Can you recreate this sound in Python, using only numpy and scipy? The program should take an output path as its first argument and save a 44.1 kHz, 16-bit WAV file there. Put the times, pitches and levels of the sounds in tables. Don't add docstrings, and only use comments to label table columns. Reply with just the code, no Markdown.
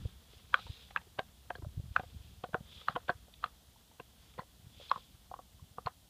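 import sys
import numpy as np
from scipy import signal
from scipy.fft import rfft, irfft, next_fast_len
from scipy.io import wavfile
from scipy.ndimage import map_coordinates

SR = 44100
rng = np.random.default_rng(int(sys.argv[2]) if len(sys.argv) > 2 else 0)


def gain_from_db(level_db):
    decades = np.asarray(level_db, float) / 20
    return 10 ** decades


def master_out(mix):
    frames = np.transpose(np.atleast_2d(mix))
    ceiling = np.clip(frames, -1, 1)
    pcm = np.round(ceiling * 32767).astype(np.int16)
    wavfile.write(sys.argv[1], SR, pcm)


N = 268569

# (frequency [Hz], density [dB per Hz])
FLOOR_SPECTRUM = [(12, -68), (20, -21), (59, 5), (87, -7), (180, -10.5), (231, -12), (380, -22.5),
                  (488, -25.5), (701, -18.5), (1090, -27.5), (1190, -31.5), (2250, -33), (3140, -21.5),
                  (5320, -26), (15300, -28.5)]
# (frequency [Hz], density [dB per Hz])
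RUMBLE_SPECTRUM = [(12, -48), (20, -19.5), (48, -6.5), (70, -2), (140, -15), (179, -13.5), (255, -25),
                   (400, -30), (520, -55), (880, -120)]
# (time [s], level [dB])
HAND_UNREST = [(0, -49.5), (.33, -69), (.5, -58), (.92, -62.5), (1.41, -62), (1.85, -57), (2.22, -57),
               (2.71, -63.5), (3.1, -61), (3.92, -76.5), (4.55, -63.5), (5.12, -66.5), (5.55, -62.5),
               (6.09, -67.5)]
# (time [s], peak [dB], frequency [Hz])
HAND_BUMPS = [(.002, -40, 89), (.034, -37, 65.4), (.059, -25.5, 83), (.372, -50, 91), (.448, -48, 94),
              (.66, -47.5, 86), (.703, -32, 84.6), (1.475, -49.5, 91), (1.598, -40, 94), (1.637, -34, 78),
              (1.67, -32, 99), (1.691, -41, 71), (1.779, -28.5, 96), (1.799, -29.5, 94), (1.842, -40, 118),
              (1.887, -43, 82), (1.915, -35.5, 68), (1.983, -43, 85), (2.066, -45.5, 81), (2.148, -42, 140),
              (2.167, -37, 76.5), (2.209, -42, 71.4), (2.286, -49, 89), (2.336, -47, 81.5),
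              (2.763, -50, 87.9), (4.648, -47.5, 104), (4.671, -43.5, 101), (5.628, -42, 100),
              (5.863, -34, 105.6), (1.72, -47, 60), (1.862, -39, 95), (2.035, -47, 90), (2.13, -44, 75),
              (4.6, -49, 110), (5.15, -50, 90), (5.55, -48, 70), (5.645, -48, 100), (5.715, -50, 90),
              (2.585, -48, 100), (3.16, -48, 90)]
# (time [s], peak [dB])
JAW_THUMPS = [(1.193, -38.5), (2, -38), (2.44, -41), (2.494, -48), (2.544, -32.5), (2.61, -38.5),
              (2.898, -39), (2.954, -39), (2.975, -50), (3.098, -37), (4.005, -47.5), (4.395, -37.5),
              (4.965, -47), (.967, -52), (1.558, -50), (3.46, -50), (5.785, -48)]
# (frequency [Hz], t60 [s])
ROOM_DECAY = [(300, .08), (1200, .12), (4000, 0.1)]

# (frequency [Hz], density [dB per Hz])
NOSE_SPECTRUM = [(1500, -40), (2100, -14), (2450, -5), (2900, -4), (3400, -1), (4400, -8), (4850, -7),
                 (5600, -16), (7200, -19), (9500, -41)]
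# (frequency [Hz], density [dB per Hz])
RASP_SPECTRUM = [(250, -26.5), (450, 3.5), (700, -9.5), (1100, -2.5), (1600, -4), (2200, -6), (3000, -41)]
# (frequency [Hz], width [Hz])
NOSTRIL_BANDS = [
    (3400, 330),
    (3800, 420),
]
# (start [s], hold [s], hiss [dB], whistle over the hiss [dB], nostril narrowing [0-1])
NOSE_PUFFS = [(.01, 0.09, -73, 2, .02), (0.331, .05, -65.5, -4, 0), (0.557, .28, -59, 1, 0.95),
              (1.94, 0.18, -69.5, -10, .07), (2.24, 0.066, -70.5, -14, .02),
              (2.726, 0.096, -60.5, 3.5, 0.3), (2.907, 0.018, -68, -2, .4), (3.4, .05, -74, -3.5, .1),
              (4.22, 0.093, -72.5, -10, .05), (4.804, 0.083, -59.5, 2, .12), (4.97, .05, -66, -2, .65)]
# (time [s], level [dB])
PANTING = [(0, -70), (.4, -78), (1.2, -74.5), (2.1, -77), (3, -74), (3.7, -77.5), (4.4, -76), (5.4, -77.5),
           (5.8, -78), (6.09, -79.5)]

# (frequency [Hz], level [dB], t60 [s])
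BONE_MODES = [(408, 2.5, 0.016), (500, 3.5, 0.037), (720, 0, 0.055), (1020, -1, 0.025), (1250, -3.5, 0.028),
              (1580, -16, 0.0365)]
# (frequency [Hz], density [dB per Hz])
ENAMEL_SPECTRUM = [(1200, -33.5), (2000, -0.5), (2500, -0.5), (3300, -0.5), (4300, -10.5), (5200, -20.5),
                   (7500, -31), (10000, -55)]
# (frequency [Hz], density [dB per Hz])
CREAK_SPECTRUM = [(300, -44.5), (600, -9), (1000, -1.5), (1500, -3.5), (1900, -8), (2600, -44)]
# (time [s], peak [dB], mouth ring [Hz], ring t60 [s], cheek ring [Hz])
SLIPS = [(.5416, -4.5, 1506, 0.015, 1197), (.9615, -12, 1640, 0.014, 1220),
         (1.5044, -22.5, 1584, 0.014, 1000), (1.9626, -7.5, 1508, 0.015, 1244),
         (2.544, -15, 1470, 0.016, 1040), (2.884, -7, 1217, 0.012, 1650), (2.961, -16.5, 1020, 0.018, 1440),
         (3.093, -14, 1547, .023, 680), (3.44, -11.5, 1215, 0.016, 1610), (4.392, -25, 1020, .026, 1620),
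         (4.914, -7.5, 1084, 0.022, 1390), (4.959, -25, 1060, 0.028, 1250), (4.937, -43, 1150, .04, 1300),
         (5.3396, -26, 1060, 0.018, 780), (5.783, -27, 1186, 0.022, 990), (5.87, -15.5, 1020, 0.02, 1290)]
# (time [s], peak [dB], mouth ring [Hz], bone re peak [dB], crack re peak [dB])
MOLAR_CRUNCHES = [(.971, -34, 914, -30, -14), (1.187, -32.5, 600, -2.5, -4.5),
                  (1.19, -23.5, 1580, -13, -35), (1.191, -22, 750, -12.5, -9.5), (1.503, -32, 733, -5, -12),
                  (1.553, -34, 1634, -16, -19), (1.647, -41, 600, -14, -40),
                  (1.996, -26.5, 742, -14.5, -17), (2.033, -47.5, 720, -2.5, -4), (2.438, -35, 737, -3, -6),
                  (2.531, -38, 640, -12, -9), (2.548, -31.5, 683, 1, -23), (2.901, -43, 776, -8, -4),
                  (2.955, -31, 1170, -25, -14), (2.965, -31.5, 720, -6, -17), (3.083, -35, 1540, -10, -4),
                  (3.098, -24, 723, -7, -18), (3.103, -31, 1645, -14, -18), (3.997, -43, 1030, -2.5, -8),
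                  (4.387, -32.5, 917, -12, -9.5), (4.975, -45.5, 970, -7.5, -22),
                  (5.313, -32.5, 735, -18.5, -40), (5.39, -41, 732, -10, -22),
                  (5.861, -31.5, 1240, -17, -7.5)]
# (time [s], peak [dB], mouth ring [Hz], crack re peak [dB])
LIGHT_TICKS = [(0.052, -39.5, 457, -15), (0.333, -47.5, 415, -7), (.589, -36, 1280, -10),
               (.596, -51, 1550, 5.5), (.666, -40.5, 930, -12), (.907, -42.5, 793, -2.5),
               (2.446, -47, 720, -4), (1.014, -51, 890, -0.5), (1.068, -48.5, 392, -30),
               (1.583, -42, 410, -19), (1.621, -35, 320, -39), (2.442, -34, 1470, -18),
               (2.488, -44.5, 520, -8), (2.606, -47.5, 565, -23), (2.814, -47, 1250, -1),
               (3.281, -49.5, 575, -19), (3.338, -66, 775, 11.5), (3.427, -42, 1180, -7),
               (3.459, -38.5, 1160, -5), (3.72, -61, 350, 0), (3.913, -50.5, 891, -28),
               (4.001, -38, 442, -14), (4.339, -56.5, 1270, 0), (4.379, -40, 460, -18),
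               (4.4185, -44, 525, -20), (4.403, -40, 1940, -18), (4.799, -40.5, 568, -27),
               (4.898, -48, 937, 3), (5.362, -46, 1150, -30), (5.878, -53.5, 1200, 7)]
# (time [s], peak [dB], frequency [Hz])
ENAMEL_CHIPS = [(.5418, -17, 2350), (0.5417, -15.5, 3240), (.542, -48, 5700), (.9613, -26, 2420),
                (0.961, -36, 3380), (0.972, -25, 2600), (1.1897, -35, 3680), (1.5033, -33, 3130),
                (1.558, -43, 4340), (1.552, -40.5, 3200), (1.964, -21.5, 2490), (1.962, -37.5, 4200),
                (1.9952, -38, 2490), (2.441, -49, 3150), (2.8835, -42, 3020), (2.8835, -32.5, 4130),
                (2.9622, -29.5, 3100), (3.0987, -33.5, 4340), (3.099, -37, 3480), (3.3378, -43.5, 3590),
                (3.442, -30.5, 3400), (3.4414, -33, 4120), (3.9992, -35.5, 2700), (4.8963, -31, 4140),
                (4.9135, -38, 5160), (4.914, -25.5, 3350), (4.915, -34, 4020), (4.9138, -36, 2200),
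                (5.8618, -32, 4240)]
# (time [s], peak [dB], frequency [Hz])
JAW_RINGS = [(.5415, -34, 545), (1.1905, -26, 430), (1.191, -37, 330), (1.553, -38.5, 500),
             (1.963, -27, 744), (1.995, -29.5, 570), (1.9964, -38.5, 1580), (2.438, -35.5, 1130),
             (2.544, -30.5, 440), (2.5435, -27, 610), (2.9595, -28, 413), (2.9599, -26, 1440),
             (3.092, -23, 1060), (3.9989, -42.5, 1580), (4.395, -42, 1430), (4.393, -49, 4300),
             (4.962, -38, 1250), (5.3132, -42, 1080), (5.3895, -38.5, 1124), (4.431, -53, 930),
             (3.76, -52, 900), (3.099, -33, 400), (2.001, -42, 260), (5.595, -52, 1050), (4.384, -44, 1900),
             (3.441, -32.5, 730), (1.799, -50, 565), (5.7823, -33, 730), (5.7835, -34, 480),
             (5.8693, -22.5, 730), (5.8705, -32, 480), (5.874, -33, 1230)]
# (time [s], peak [dB], frequency [Hz])
MIDDLE_RINGS = [(0.5529, -37, 1590), (0.5564, -33, 1290), (0.5639, -50, 690), (0.5639, -42, 1250),
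                (0.5734, -44, 1210), (0.5784, -50, 560), (0.5839, -48, 1210), (0.5904, -44, 820),
                (0.5998, -52, 1510), (0.6158, -54, 1420), (0.6233, -50, 1510), (0.6667, -54, 1420),
                (0.9081, -50, 1210), (0.9176, -53, 1160), (0.972, -42, 1680), (0.976, -44, 1890),
                (0.9899, -53, 1250), (0.9904, -51, 1720), (1.0089, -55, 1720), (1.0134, -53, 820),
                (1.204, -50, 1850), (1.2164, -51, 990), (1.5083, -33, 730), (1.5522, -47, 1080),
                (1.6465, -47, 1380), (2.0391, -47, 690), (2.4516, -39, 560), (2.4566, -41, 650),
                (2.4646, -47, 690), (2.5334, -45, 1590), (2.5544, -39, 1550), (2.5589, -41, 1380),
                (2.5763, -50, 650), (2.8133, -55, 1590), (2.8956, -36, 780), (2.9046, -41, 1340),
                (2.9101, -42, 730), (2.9106, -45, 1510), (2.9779, -44, 1030), (3.0942, -21, 650),
                (3.0992, -27, 1080), (3.1006, -26, 1590), (3.1151, -46, 1030), (3.1201, -46, 1550),
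                (3.1256, -49, 1640), (3.1336, -53, 470), (3.4618, -41, 1210), (3.4833, -53, 1250),
                (3.9991, -42, 430), (4.4097, -49, 900), (4.4311, -52, 560), (4.8118, -45, 520),
                (4.9031, -50, 1290), (4.9754, -40, 1030), (5.3545, -52, 990), (5.361, -50, 520),
                (5.7741, -53, 950), (5.8614, -46, 1810), (5.8753, -50, 1810), (5.8973, -53, 690)]
# (time [s], peak [dB], frequency [Hz])
MORE_RINGS = [(0.5612, -50, 2110), (0.5612, -44, 1640), (0.5737, -49, 1590), (0.5832, -49, 1210),
              (0.5902, -45, 820), (0.9763, -45, 1890), (0.9833, -47, 1940), (1.1863, -40, 2840),
              (1.552, -47, 1030), (1.6458, -48, 990), (1.6463, -48, 1420), (1.6473, -40, 560),
              (1.9825, -48, 820), (2.4395, -35, 1030), (2.4509, -40, 560), (2.5327, -46, 1550),
              (2.5362, -39, 690), (2.5422, -46, 2370), (2.5687, -49, 1550), (2.9029, -49, 1890),
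              (2.9049, -41, 650), (2.9089, -45, 1550), (2.9573, -46, 2540), (2.9608, -42, 2020),
              (3.083, -47, 2540), (3.085, -37, 730), (3.087, -42, 2020), (3.092, -45, 2840),
              (3.092, -44, 2410), (3.0985, -43, 2500), (3.099, -28, 1080), (3.1149, -43, 430),
              (3.4586, -47, 1460), (4.8121, -46, 520), (4.9597, -49, 470), (5.3618, -48, 1030),
              (5.3902, -47, 260)]
# (time [s], peak [dB], frequency [Hz])
HIGH_RINGS = [(0.071, -50.0, 3360.0), (0.53, -51.0, 2670.0), (0.5484, -44.0, 2670.0),
              (0.5943, -43.0, 3570.0), (0.9705, -51.0, 3880.0), (1.186, -50.0, 4740.0),
              (1.187, -37.0, 2840.0), (1.1895, -34.0, 2280.0), (1.192, -41.0, 3230.0),
              (1.5477, -53.0, 2070.0), (1.9627, -39.0, 3140.0), (1.9762, -51.0, 2540.0),
              (2.4397, -50.0, 2240.0), (2.4406, -48.0, 3100.0), (2.4456, -51.0, 2970.0),
              (2.5329, -51.0, 3320.0), (2.5434, -46.0, 3530.0), (2.5474, -49.0, 2450.0),
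              (2.7859, -43.0, 3400.0), (2.8936, -52.0, 2760.0), (2.8991, -45.0, 4010.0),
              (2.9545, -35.0, 3100.0), (2.9585, -43.0, 2630.0), (2.9709, -51.0, 3060.0),
              (3.0822, -45.0, 2450.0), (3.0867, -39.0, 2070.0), (3.0872, -38.0, 2970.0),
              (3.3396, -50.0, 3140.0), (3.9986, -50.0, 3360.0), (4.3857, -49.0, 3490.0),
              (4.8991, -45.0, 3230.0), (4.927, -48.0, 3400.0), (5.8599, -43.0, 2500.0),
              (5.8743, -49.0, 2580.0), (5.8758, -48.0, 4220.0)]
# (time [s], peak [dB], frequency [Hz])
TIP_PRICKS = [(.5952, -46, 3700), (.9083, -42, 1800), (.9412, -50, 3800), (.9617, -34, 3400),
              (.9716, -40, 3200), (1.5042, -36, 2800), (1.5585, -46, 4200), (1.9962, -37, 1900),
              (2.5443, -38, 3000), (2.8843, -34, 3200), (2.9005, -44, 4200), (3.3405, -45, 3800),
              (3.4415, -38, 3600), (3.9992, -42, 2200), (4.3805, -46, 1800), (4.4315, -50, 1600),
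              (4.9145, -37, 2900)]

FLOOR_DB, ROOM_DB, TOP_HZ = -62.5, -21, 15340
THUMP_HZ = 148
KNUCKLE_DB, KNUCKLE_RATIO = -20, 2.8
RISE_DB_PER_S, FALL_DB_PER_S, SAG_DB_PER_S = 220, 152.5, 10.5
RELAX_PER_S = 1.5
REST_HISS_DB, REST_WHISTLE_DB, PUFF_RASP_DB = 1.14, -5.5, -14
RING_T60_S, RING_SLOPE, LONGEST_S = .034, 0.57, .06
PRESS_S, PRESS_SLOPE = .0011, 0.6
SLIP_BONE_DB, SLIP_CRACK_DB = -34, -28.5
CHEEK_DB, CHEEK_T60_S, TIGHT_T60_S = -5, 0.014, 0.0049
EDGE_DB, EDGE_HZ, EDGE_T60_S = -20, 2700, 0.0044
TICK_BONE_DB, TICK_DAMPING = -17.5, 0.94
CREEP_DB, CREEP_T60_S = -27, .035
CHIP_T60_S, JAW_T60_S, MIDDLE_T60_S, HIGH_T60_S = 0.011, 0.027, .017, .011
PRICK_T60_S, PRICK_RISE_S = .0028, .00026


def unit(x):
    return x / np.sqrt(np.mean(x ** 2) + 1e-20)


def along(points, hz):
    f, v = np.transpose(points)
    return np.interp(np.log(hz + 1), np.log(f + 1), v)


def level_curve(rows):
    s, db = np.transpose(rows)
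    return np.interp(np.arange(N) / SR, s, db)


def wobble(rate):
    knots = rng.standard_normal(int(N * rate / SR) + 4)
    return map_coordinates(knots, [np.arange(N) * rate / SR])


def filtered(x, response):
    m = next_fast_len(N + 8192)
    return irfft(rfft(x, m) * response(np.fft.rfftfreq(m, 1 / SR)), m)[..., :N]


def coloured(x, spectrum):
    return filtered(x, lambda hz: gain_from_db(along(spectrum, hz)))


def fluttering(lumpy_db, rate):
    return rng.standard_normal(N) * gain_from_db(lumpy_db * wobble(rate))


def noise(spectrum, lumpy_db, rate):
    return unit(coloured(fluttering(lumpy_db, rate), spectrum))


def grit(envelope, spectrum, lumpy_db, rate):
    source = fluttering(lumpy_db, rate)
    return coloured(envelope * source, spectrum) / np.std(coloured(source, spectrum))


def ring(modes, t, attack):
    hz, db, t60 = np.transpose(modes)[:, :, None]
    decaying = gain_from_db(db - 60 * t / t60) * np.sin(2 * np.pi * hz * t)
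    return decaying.sum(axis=0) * (1 - np.exp(-(t / attack) ** 2))


def place(out, s, sound):
    out[round(s * SR):][:len(sound)] += sound


def quiet_floor():
    return gain_from_db(FLOOR_DB) * noise(FLOOR_SPECTRUM, lumpy_db=0, rate=5)


def handling():
    out = np.zeros(N + SR)
    t = np.arange(-SR // 20, SR // 20) / SR
    knocks = HAND_BUMPS + [(s, db, THUMP_HZ) for s, db in JAW_THUMPS]
    phases = rng.uniform(0, 2 * np.pi, len(knocks))
    for (s, db, hz), phase in zip(knocks, phases):
        for f, gain in [(hz, 1), (KNUCKLE_RATIO * hz, gain_from_db(KNUCKLE_DB))]:
            pulse = np.exp(-(t * f / 0.51) ** 2) * np.cos(2 * np.pi * f * t + phase)
            place(out, s, gain_from_db(db) * gain * pulse)
    rumble = gain_from_db(level_curve(HAND_UNREST)) * noise(RUMBLE_SPECTRUM, lumpy_db=3.5, rate=36)
    return out[SR // 20:][:N] + rumble


def room(x):
    out, hop = np.zeros(N + SR), SR // 4
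    for start in range(0, N, hop):
        hz, t, z = signal.stft(rng.standard_normal(SR // 4), SR, nperseg=256)
        decay = gain_from_db(-60 * t / along(ROOM_DECAY, hz + 1)[:, None])
        tail = signal.istft(z * decay, SR, nperseg=256)[1]
        wet = signal.fftconvolve(x[start:start + hop], tail / np.linalg.norm(tail))
        out[start + 130:][:len(wet)] += wet
    return out[:N]


def nostril_whistle(centre, width):
    offsets = [(-3, -40), (-1, -9), (0, 0), (1, -9), (3, -40)]  # (widths, dB)
    return noise([(centre + k * width, db) for k, db in offsets], lumpy_db=3.0, rate=81)


def breath():
    start, hold, db, whistle_db, narrowing = np.transpose(NOSE_PUFFS)[:, :, None]
    since = np.arange(N) / SR - start
    rise = RISE_DB_PER_S * since
    fall = -SAG_DB_PER_S * since - FALL_DB_PER_S * np.maximum(since - hold, 0)
    puffs = gain_from_db(db + np.minimum(rise, fall))
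    all_puffs = puffs.sum(axis=0)
    rest = gain_from_db(level_curve(PANTING))
    rest_hiss = gain_from_db(REST_HISS_DB) * rest

    wide, narrow = [nostril_whistle(centre, width) for centre, width in NOSTRIL_BANDS]
    turn = np.clip(narrowing - RELAX_PER_S * since, 0, 1) * np.pi / 2
    whistle = puffs * gain_from_db(whistle_db)
    nose = (rest_hiss + all_puffs) * noise(NOSE_SPECTRUM, lumpy_db=2.0, rate=440)
    nose += (rest_hiss * gain_from_db(REST_WHISTLE_DB) + (whistle * np.cos(turn)).sum(axis=0)) * wide
    nose += (whistle * np.sin(turn)).sum(axis=0) * narrow
    rasp = (rest + gain_from_db(PUFF_RASP_DB) * all_puffs) * noise(RASP_SPECTRUM, lumpy_db=2.5, rate=80)
    return gain_from_db(-2.0) * nose + rasp


def press(hz):
    return PRESS_S * (1000 / min(hz, 1600)) ** PRESS_SLOPE


def mouth_t60(hz):
    return min(RING_T60_S * (1000 / hz) ** RING_SLOPE, LONGEST_S)


def contacts():
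    rows = [(s, db, hz, t60, SLIP_BONE_DB, SLIP_CRACK_DB) for s, db, hz, t60, _ in SLIPS]
    for s, db, hz, bone_db, crack_db in MOLAR_CRUNCHES:
        rows.append((s, db, hz, mouth_t60(hz), bone_db, crack_db))
    for s, db, hz, crack_db in LIGHT_TICKS:
        t60 = TICK_DAMPING * min(mouth_t60(hz), RING_T60_S)
        rows.append((s, db, hz, t60, TICK_BONE_DB, crack_db))
    return rows


def neighbours():
    rows = []
    for s, db, mouth_hz, _, cheek_hz in SLIPS:
        t60 = CHEEK_T60_S if cheek_hz < mouth_hz else TIGHT_T60_S
        rows.append((s, db + CHEEK_DB, cheek_hz, t60))
        rows.append((s, db + EDGE_DB, EDGE_HZ, EDGE_T60_S))
    for table, t60 in [(ENAMEL_CHIPS, CHIP_T60_S), (JAW_RINGS, JAW_T60_S), (MIDDLE_RINGS, MIDDLE_T60_S),
                       (MORE_RINGS, MIDDLE_T60_S), (HIGH_RINGS, HIGH_T60_S)]:
        rows += [(*row, t60) for row in table]
    return rows


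def swell(lead, rise_t60, fall_t60):
    return gain_from_db(np.where(lead < 0, 60 * lead / rise_t60, -60 * lead / fall_t60))


def teeth():
    out, scrape, strain = np.zeros((3, N + SR))
    t = np.arange(SR // 8) / SR
    lead = np.arange(-SR // 20, SR // 5) / SR
    slide = swell(lead, 0.016, .03)
    load = swell(lead, .035, .13)
    creep = swell(lead, CREEP_T60_S, .01)
    for s, db, hz, t60, bone_db, crack_db in contacts():
        level_chance, pitch_chance = rng.standard_normal((2, len(BONE_MODES)))
        modes = np.array(BONE_MODES, float)
        modes[:, 0] *= 1 + .03 * pitch_chance
        modes[:, 1] += 3 * level_chance
        bone = gain_from_db(bone_db + 3.0) * ring(modes, t, .0013)
        mouth = ring([(hz, 0, t60)], t, press(hz))
        place(out, s, gain_from_db(db - 2.5) * (mouth + bone))
        place(scrape, s, gain_from_db(db + crack_db - 9) * slide)
        place(strain, s, gain_from_db(db - 38) * load + gain_from_db(db + CREEP_DB + .5 * crack_db) * creep)
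    for s, db, hz, t60 in neighbours():
        place(out, s, -ring([(hz, db, t60)], t, press(hz)))
    for s, db, hz in TIP_PRICKS:
        place(out, s, ring([(hz, db + 5, PRICK_T60_S)], t, PRICK_RISE_S))
    enamel = grit(scrape[SR // 20 - 60:][:N], ENAMEL_SPECTRUM, lumpy_db=6.0, rate=550)
    creak = grit(strain[SR // 20:][:N], CREAK_SPECTRUM, lumpy_db=4.0, rate=160)
    return out[:N] + enamel + creak


def scene():
    bites = teeth()
    return (quiet_floor() + handling() + breath() + gain_from_db(ROOM_DB) * room(bites) + bites)[None]


def low_pass(x):
    return signal.sosfilt(signal.butter(12, 15670, fs=SR, output="sos"), x)


def record(dry):
    mix = filtered(dry, lambda hz: (hz < TOP_HZ) * hz ** 2 / (hz ** 2 + 28 ** 2))
    return low_pass(mix)


dry = scene()
out = record(dry)
master_out(out)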